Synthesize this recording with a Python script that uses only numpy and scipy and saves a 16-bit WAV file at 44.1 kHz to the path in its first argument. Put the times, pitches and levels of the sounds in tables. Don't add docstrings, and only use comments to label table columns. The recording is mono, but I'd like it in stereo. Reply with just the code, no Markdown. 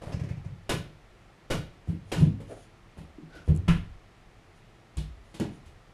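import sys
import numpy as np
from scipy import signal
from scipy.fft import rfft, irfft, next_fast_len
from scipy.io import wavfile
from scipy.ndimage import uniform_filter1d

SR = 44100
rng = np.random.default_rng(int(sys.argv[2]) if len(sys.argv) > 2 else 0)


def put_to_file(sound):
    columns = np.atleast_2d(sound).T
    safe = np.clip(columns, -1, 1)
    whole_steps = np.round(safe * 32767)
    wavfile.write(sys.argv[1], SR, whole_steps.astype(np.int16))


N = 261907
TAIL = 32768
TIME, AGE = np.arange(N) / SR, np.arange(TAIL) / SR
WEIGHT_AFTER_S = 0.01797
SWING_CENTRE_S = 0.02

# f/Hz, t60/s
ROOM_T60 = [(60, 0.56), (160, 0.42), (420, 0.36), (1100, 0.28), (2900, 0.41), (7700, 0.27), (14000, 0.32)]
# f/Hz, level/dB, t60/s
ROOM_MODES = [(64, -14, .6), (74, -15, 0.44), (100.2, -2, 0.8), (124.4, -35, .45), (146.4, -16, 0.75),
              (171.6, -2.5, 0.3), (248, -34, 0.62), (330, -19, 1), (372, -57.5, .35)]
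BALL_MODES = [(1500, 10.5, 0.061), (2420, -26, .1), (3340, -13, .08)]
# f/Hz, width/Hz, lift/dB
HOLLOW_RING = [(386, 40, -1.5), (470, 29, 2), (569, 10, 6.5), (693, 6.7, 5), (946, 14, 4), (1019, 46, 4.5),
               (1286, 55, -5), (1696, 46, 3.5), (2420, 39, 2.5), (2540, 31, 5.5), (2883, 62, 4),
               (2834, 70, 2)]
# f/Hz, side minus mid/dB
MIC_WIDTH = [(50, -13), (150, -12.5), (280, -9.5), (500, -6.5), (1000, 0), (16000, 0.5)]
# f/Hz, pan/dB
MIC_BALANCE = [(50, 0.5), (150, -3), (400, -1), (1000, -0.5), (2200, 0), (5000, 0), (14000, -1)]
# f/Hz, level/dB
AIR_COLOUR = [(15, -25), (25, -2), (53, -2.5), (70, -24.5), (92, -5), (301, -19.5), (326, -14), (516, -20),
              (754, -17.5), (936, -21), (1370, -19), (1480, -24), (1840, -21), (10400, -43.5),
              (16000, -58.5)]
RUSTLE_COLOUR = [(1000, -17), (3000, 7), (5500, 0.5), (7000, 4.5), (8000, -7), (9300, 5.5), (11000, -0.5),
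                 (12500, -22), (16000, -17)]
RUB_COLOUR = [(150, -18), (500, 0.5), (1200, -17), (1370, -0.5), (1480, 9.5), (1650, -9.5), (3800, -15),
              (5000, -15.5), (6200, -23), (10000, -34), (14000, -54)]
SCUFF_COLOUR = [(80, -17), (300, 2), (650, 4), (1000, -17), (1450, -12), (2500, -23), (5500, -37),
                (10000, -26), (16000, -71)]
RIM_COLOUR = [(60, -4), (250, -5), (550, -1.5), (900, -8.5), (1500, -16), (3000, -20.5), (7000, -32.5),
              (10500, -30.5), (13000, -50), (16000, -58)]
# f/Hz, level/dB
HAND_COLOUR = [(40, -14), (105, 4), (240, 4.5), (340, 1.5), (500, -13), (1000, -19), (1800, -28.5),
               (3200, -32), (6000, -41), (10500, -47.5), (12500, -58), (16000, -73)]
HEEL_COLOUR = [(60, -4.5), (200, 4.5), (380, -2.5), (600, -10), (1000, -17.5), (1600, -22.5), (3000, -24),
               (6000, -35), (10500, -35), (12500, -44), (16000, -64)]
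SOLE_COLOUR = [(60, 12.5), (250, 4.5), (420, -4), (680, -9.5), (1300, -2.5), (2100, -7.5), (3100, -10.5),
               (4000, -18.5), (5200, -19), (7000, -25), (10500, -23.5), (12500, -38), (16000, -44.5)]
BALL_COLOUR = [(30, -1), (100, 3.5), (170, -2.5), (270, -0.5), (450, -4.5), (700, -6.5), (1200, -7.5),
               (2600, -9.5), (5000, -16.5), (10000, -21), (12500, -29), (16000, -48)]
PLASTIC_COLOUR = [(100, 5), (350, 8), (700, 1.5), (1400, -5.5), (2300, -2), (3500, -12), (5200, -11),
                  (7000, -13), (10500, -21.5), (13000, -31), (16000, -47)]
# t/s, level/dB
BALL_RUB = [(3.3, -60), (3.335, -51), (3.365, -47), (3.41, -51.5), (3.46, -62)]
FOOT_SCUFF = [(2.485, -55), (2.512, -40.5), (2.53, -39.5), (2.55, -52), (2.58, -47), (2.65, -67),
              (2.73, -89)]
RIM_BRUSH = [(.008, -76), (.02, -42), (.09, -43), (.125, -41), (.16, -54), (.3, -77)]
# t/s, level/dB, hold/s
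REACHES = [(2.1, -60.5, .005), (2.21, -54, 0.0093), (2.49, -61, 0.15), (4.57, -67, .005), (5.26, -71, .1),
           (5.53, -64, .03)]
# t/s, peak/dB
TICKS = [(3.551, -44), (3.563, -34.5), (3.574, -39), (4.971, -31), (5.399, -29)]
# t/s, push/dB, push/Hz, boom/dB, boom/Hz, pan/dB
FLOOR_THUDS = [(.798, -31, 123, -32.5, 159, -3.5), (2.213, -18.5, 90, -38, 235, -2),
               (2.439, -39, 110, -48, 156, 4), (3.187, -38, 290, -35.5, 303, -5),
               (3.236, -41.5, 290, -39.5, 158, -2)]
# t/s, slap/dB, tilt/(dB/octave), swell/s, spot/Hz, push/dB, push/Hz, boom/dB, boom/Hz, pan/dB
PATS = [(2.173, -36.5, 4, 0.012, 895, -28, 105, -22, 160.7, -6),
        (4.9704, -43.5, 6.5, 0.0037, 3500, -25, 64, -27, 152.8, -2),
        (5.3425, -46, 5.5, 0.00081, 3830, -60, 130, -57, 160, 0),
        (5.399, -28.5, 2.5, 0.00048, 806, -25.5, 145, -23.5, 325, 0),
        (5.655, -60, 7, 0.0032, 3260, -44.5, 83, -60, 148, 1)]
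# t/s, slap/dB, swell/s, spot/Hz, push/dB, push/Hz, boom/dB, boom/Hz, toes/dB, pan/dB
STEPS = [(1.875, -45, 0.015, 324, -23.5, 100, -20.5, 166, -29.5, -0.5),
         (2.213, -28, 0.0087, 276, -17, 136, -8.5, 151.3, -19.5, 3),
         (2.403, -46, .0006, 540, -42, 109, -53, 158, -56, -2),
         (2.972, -48.5, 0.0088, 810, -39.5, 72, -36.5, 162, -57, 0),
         (3.348, -55, .002, 530, -50, 70.4, -39.5, 315, -48, -4),
         (3.478, -34.5, 0.0058, 455, -14.5, 82.4, -15, 153.8, -30, -4),
         (3.5445, -47, 0.0092, 350, -27.5, 145, -30, 90.2, -47, 3)]
# t/s, level/dB, tilt/(dB/octave), swell/s, spot/Hz, spot lift/dB
STAMP = [(3.6805, -24, 0, 0.0014, 2720, 3)]
BOUNCES = [(.6925, -26.5, 0.5, 0.0015, 466, 3), (1.5015, -27, 0, 0.0049, 547, 3.5),
           (2.117, -30.5, -0.14, 0.0021, 790, 1)]
RATTLES = [(.124, -43, 5300, 5), (.195, -47, 2100, 3), (.235, -44.5, 269, 15), (.288, -47, 2080, 6.5),
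           (.368, -55.5, 854, 11), (.446, -52.5, 807, 0)]
# delay/s, push/dB, push/Hz, boom/dB, boom/Hz, pan/dB
STAMP_WEIGHT = [(.009, 4, 86, 13.5, 167.8, -4)]
BOUNCE_WEIGHT = [(.009, 5, 390, -13, 563, -5), (.052, 1, 141, -3.5, 159.7, 1.5)]
# t/s, level/dB
KNOCKS = [(.074, -30.5), (0.1477, -21), (0.2197, -23.5), (0.3133, -23.5), (.381, -28.5), (0.465, -27),
          (0.528, -36.5), (0.587, -40.5)]


def from_db(db):
    return 10 ** (np.asarray(db) / 20)


def rms(x):
    return np.sqrt(np.mean(x ** 2) + 1e-20)


def at_hz(points, hz):
    f, value = np.transpose(points)
    return np.interp(np.log(hz), np.log(f), value)


def bins(size):
    return np.maximum(np.fft.rfftfreq(size, 1 / SR), 10)


def add(out, s, sound):
    start = max(round(s * SR), 0)
    out[:, start:start + sound.shape[-1]] += sound[..., :N - start]


def wander(size, spans):
    curve = rng.standard_normal(size)
    for span in spans:
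        curve = uniform_filter1d(curve, size=span)
    return curve / rms(curve)


def diffuse(size):
    mid, side = rfft(rng.standard_normal((2, size)))
    width = from_db(at_hz(MIC_WIDTH, bins(size)))
    return (mid + side * width * [[1], [-1]]) / np.sqrt(1 + width ** 2)


def noise(colour):
    size = next_fast_len(N)
    x = irfft(diffuse(size) * from_db(at_hz(colour, bins(size))), size)[:, :N]
    return x / rms(x)


def room_tone():
    return from_db(-54) * noise(AIR_COLOUR)


def reflections(swell_s):
    field = diffuse(TAIL)
    octave = np.clip(np.log2(bins(TAIL) / 60), 0, 8)
    tail = 0
    for k in range(9):
        band = irfft(field * np.maximum(1 - abs(octave - k), 0))
        tail = tail + band * from_db(-60 * AGE / at_hz(ROOM_T60, 60 * 2 ** k))
    tail *= 1 - np.exp(-AGE / swell_s)
    return tail / (rms(tail) * np.sqrt(TAIL))


def ring(hz, t60):
    return np.sin(2 * np.pi * hz * AGE) * from_db(-60 * AGE / t60)


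def coloured(x, colour, tilt_db, spot_hz, spot_db):
    hz = bins(TAIL)
    db = at_hz(colour, hz) + tilt_db * np.log2(np.clip(hz, 150, 9000) / 1000)
    resonances = [*HOLLOW_RING, (spot_hz, 0.32 * spot_hz, spot_db)]
    db += sum(lift / (1 + (2 * (hz - f) / width) ** 2) for f, width, lift in resonances)
    db += 1.6 * wander(len(hz), spans=(70, 50)) * np.minimum(hz / 1000, 1)
    cepstrum = irfft(np.log(from_db(db)))
    cepstrum[1:TAIL // 2] *= 2
    cepstrum[TAIL // 2 + 1:] = 0
    response = irfft(np.exp(rfft(cepstrum)))[None, :TAIL // 4]
    return signal.fftconvolve(x, response, axes=1)[:, :TAIL]


def slaps(rows, colour, direct_db, ball_db=None):
    out = np.zeros((2, N))
    click = from_db(direct_db) * np.exp(-AGE[:TAIL // 64] / .0002)
    for s, level_db, tilt_db, swell_s, spot_hz, spot_db in rows:
        hit = reflections(swell_s)
        hit[:, :len(click)] += click
        if ball_db is not None:
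            ping = sum(from_db(ball_db + db) * ring(hz, t60) for hz, db, t60 in BALL_MODES)
            hit += signal.fftconvolve(hit, ping[None], axes=1)[:, :TAIL]
        hit = coloured(hit, colour, tilt_db, spot_hz, spot_db)
        add(out, s, from_db(level_db) * hit / rms(hit[:, :SR // 20]))
    return out


def push(swing_hz, cycles, modes_db, wet_db):
    phase = swing_hz * (AGE[:SR // 20] - SWING_CENTRE_S)
    envelope = np.exp(-(phase / cycles) ** 2) * signal.windows.tukey(len(phase), .3)
    swing = -np.cos(2 * np.pi * phase) * envelope
    room = from_db(wet_db) * reflections(swell_s=0.0057)
    room += sum(from_db(modes_db + db) * ring(hz, t60) * 2 * hz / SR for hz, db, t60 in ROOM_MODES)
    room[:, 0] += 1
    return signal.fftconvolve(room, swing[None], axes=1)[:, :TAIL]


def thuds(rows, boom_cycles=43, boom_rise_s=0.0062, roughness=0.63):
    out = np.zeros((2, N))
    for s, push_db, push_hz, boom_db, boom_hz, pan_db in rows:
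        sides = from_db(pan_db * np.array([[.5], [-.5]]))
        thump = from_db(push_db) * push(push_hz, cycles=0.82, modes_db=-15, wet_db=-3.5)
        rise = (1 - np.exp(-AGE / boom_rise_s)) ** 2
        boom = from_db(boom_db) * ring(boom_hz, boom_cycles / boom_hz) * rise
        flutter = wander(TAIL, spans=(500, 400))
        boom *= 1 + roughness * np.minimum(AGE * 20, 1) * flutter
        add(out, s - SWING_CENTRE_S, sides * thump)
        add(out, s - 1.75 / boom_hz, sides * boom)
    return out


def weight_behind(contacts, weight):
    return thuds([(s + delay_s, db + push_db, push_hz, db + boom_db, boom_hz, pan_db)
                  for s, db, *_ in contacts
                  for delay_s, push_db, push_hz, boom_db, boom_hz, pan_db in weight])


def rustle(under_step_db=-26, rise_db_per_s=398, fall_db_per_s=265):
    strides = [(s, db + under_step_db, WEIGHT_AFTER_S) for s, db, *_ in STEPS]
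    level_db = np.full(N, -120.)
    for s, db, held_s in [*REACHES, *strides]:
        rise = rise_db_per_s * np.maximum(s - TIME, 0)
        fall = fall_db_per_s * np.maximum(TIME - s - held_s, 0)
        level_db = np.maximum(level_db, db - rise - fall)
    return from_db(level_db) * noise(RUSTLE_COLOUR)


def slide(curve, colour, grain_db):
    s, db = np.transpose(curve)
    level_db = np.interp(TIME, s, db, left=-120, right=-120)
    grip = wander(N, spans=(220,))
    return from_db(level_db + grain_db * grip) * noise(colour)


def ticks(t60=0.0091, band_hz=(6000, 11000)):
    out = np.zeros((2, N))
    band = signal.butter(4, band_hz, "band", fs=SR, output="sos")
    decay = from_db(-60 * AGE[:SR // 20] / t60)
    for s, peak_db in TICKS:
        snap = signal.sosfilt(band, rng.standard_normal((2, len(decay))) * decay)
        add(out, s, from_db(peak_db) * snap / abs(snap).max())
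    return out


def pats(spot_db=5, dent_after_s=0.0137):
    palms, dents = [], []
    for s, db, tilt_db, swell_s, spot_hz, *thud in PATS:
        palms.append((s, db, tilt_db, swell_s, spot_hz, spot_db))
        dents.append((s + dent_after_s, *thud))
    return slaps(palms, HAND_COLOUR, direct_db=-28, ball_db=-65) + thuds(dents)


def footsteps(spot_db=7.5, even_db=-38.5, toes_after_s=.041, toes_hz=170, toes_boom_hz=313):
    heels, landings = [], []
    for s, db, swell_s, spot_hz, push_db, push_hz, boom_db, boom_hz, toes_db, pan_db in STEPS:
        tilt_db = 0.18 * (even_db - db)
        landing_s = s + WEIGHT_AFTER_S
        heels.append((s, db, tilt_db, swell_s, spot_hz, spot_db))
        landings.append((landing_s, push_db, push_hz, boom_db, boom_hz, pan_db))
        landings.append((landing_s + toes_after_s, toes_db, toes_hz, toes_db - 4.5, toes_boom_hz, 0))
    return slaps(heels, HEEL_COLOUR, direct_db=-27) + thuds(landings)


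def stamp():
    return slaps(STAMP, SOLE_COLOUR, direct_db=-33) + weight_behind(STAMP, STAMP_WEIGHT)


def bounces():
    return slaps(BOUNCES, BALL_COLOUR, direct_db=-36, ball_db=-51) + weight_behind(BOUNCES, BOUNCE_WEIGHT)


def backboard(knock_hz=122.3, kick_after_s=.024, kick_db=-12, kick_hz=155):
    out = np.zeros((2, N))
    for s, db in KNOCKS:
        for at, level_db, hz in (s, db, knock_hz), (s + kick_after_s, db + kick_db, kick_hz):
            bump = from_db(level_db) * push(hz, cycles=0.58, modes_db=-11, wet_db=-5)
            add(out, at - SWING_CENTRE_S, bump)
    return out


def rim_rattle(tilt_db=-0.68, swell_s=0.00091):
    rattles = [(s, db, tilt_db, swell_s, spot_hz, spot_db) for s, db, spot_hz, spot_db in RATTLES]
    return slaps(rattles, PLASTIC_COLOUR, direct_db=-29)


def scene():
    hoop = backboard() + rim_rattle() + slide(RIM_BRUSH, RIM_COLOUR, grain_db=2)
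    floor = bounces() + stamp()
    rubbing = slide(BALL_RUB, RUB_COLOUR, grain_db=1) + slide(FOOT_SCUFF, SCUFF_COLOUR, grain_db=-0.5)
    child = rustle() + footsteps() + thuds(FLOOR_THUDS) + pats()
    return hoop + floor + rubbing + child + ticks() + room_tone()


def record(dry, cutoff_hz=15300):
    size = next_fast_len(N + TAIL)
    sides = from_db(at_hz(MIC_BALANCE, bins(size)) * np.array([[.5], [-.5]]))
    leaning = irfft(rfft(dry, size) * sides, size)[:, :N]
    return signal.sosfilt(signal.ellip(10, .1, 80, cutoff_hz, fs=SR, output="sos"), leaning)


dry = scene()
out = record(dry)
put_to_file(out)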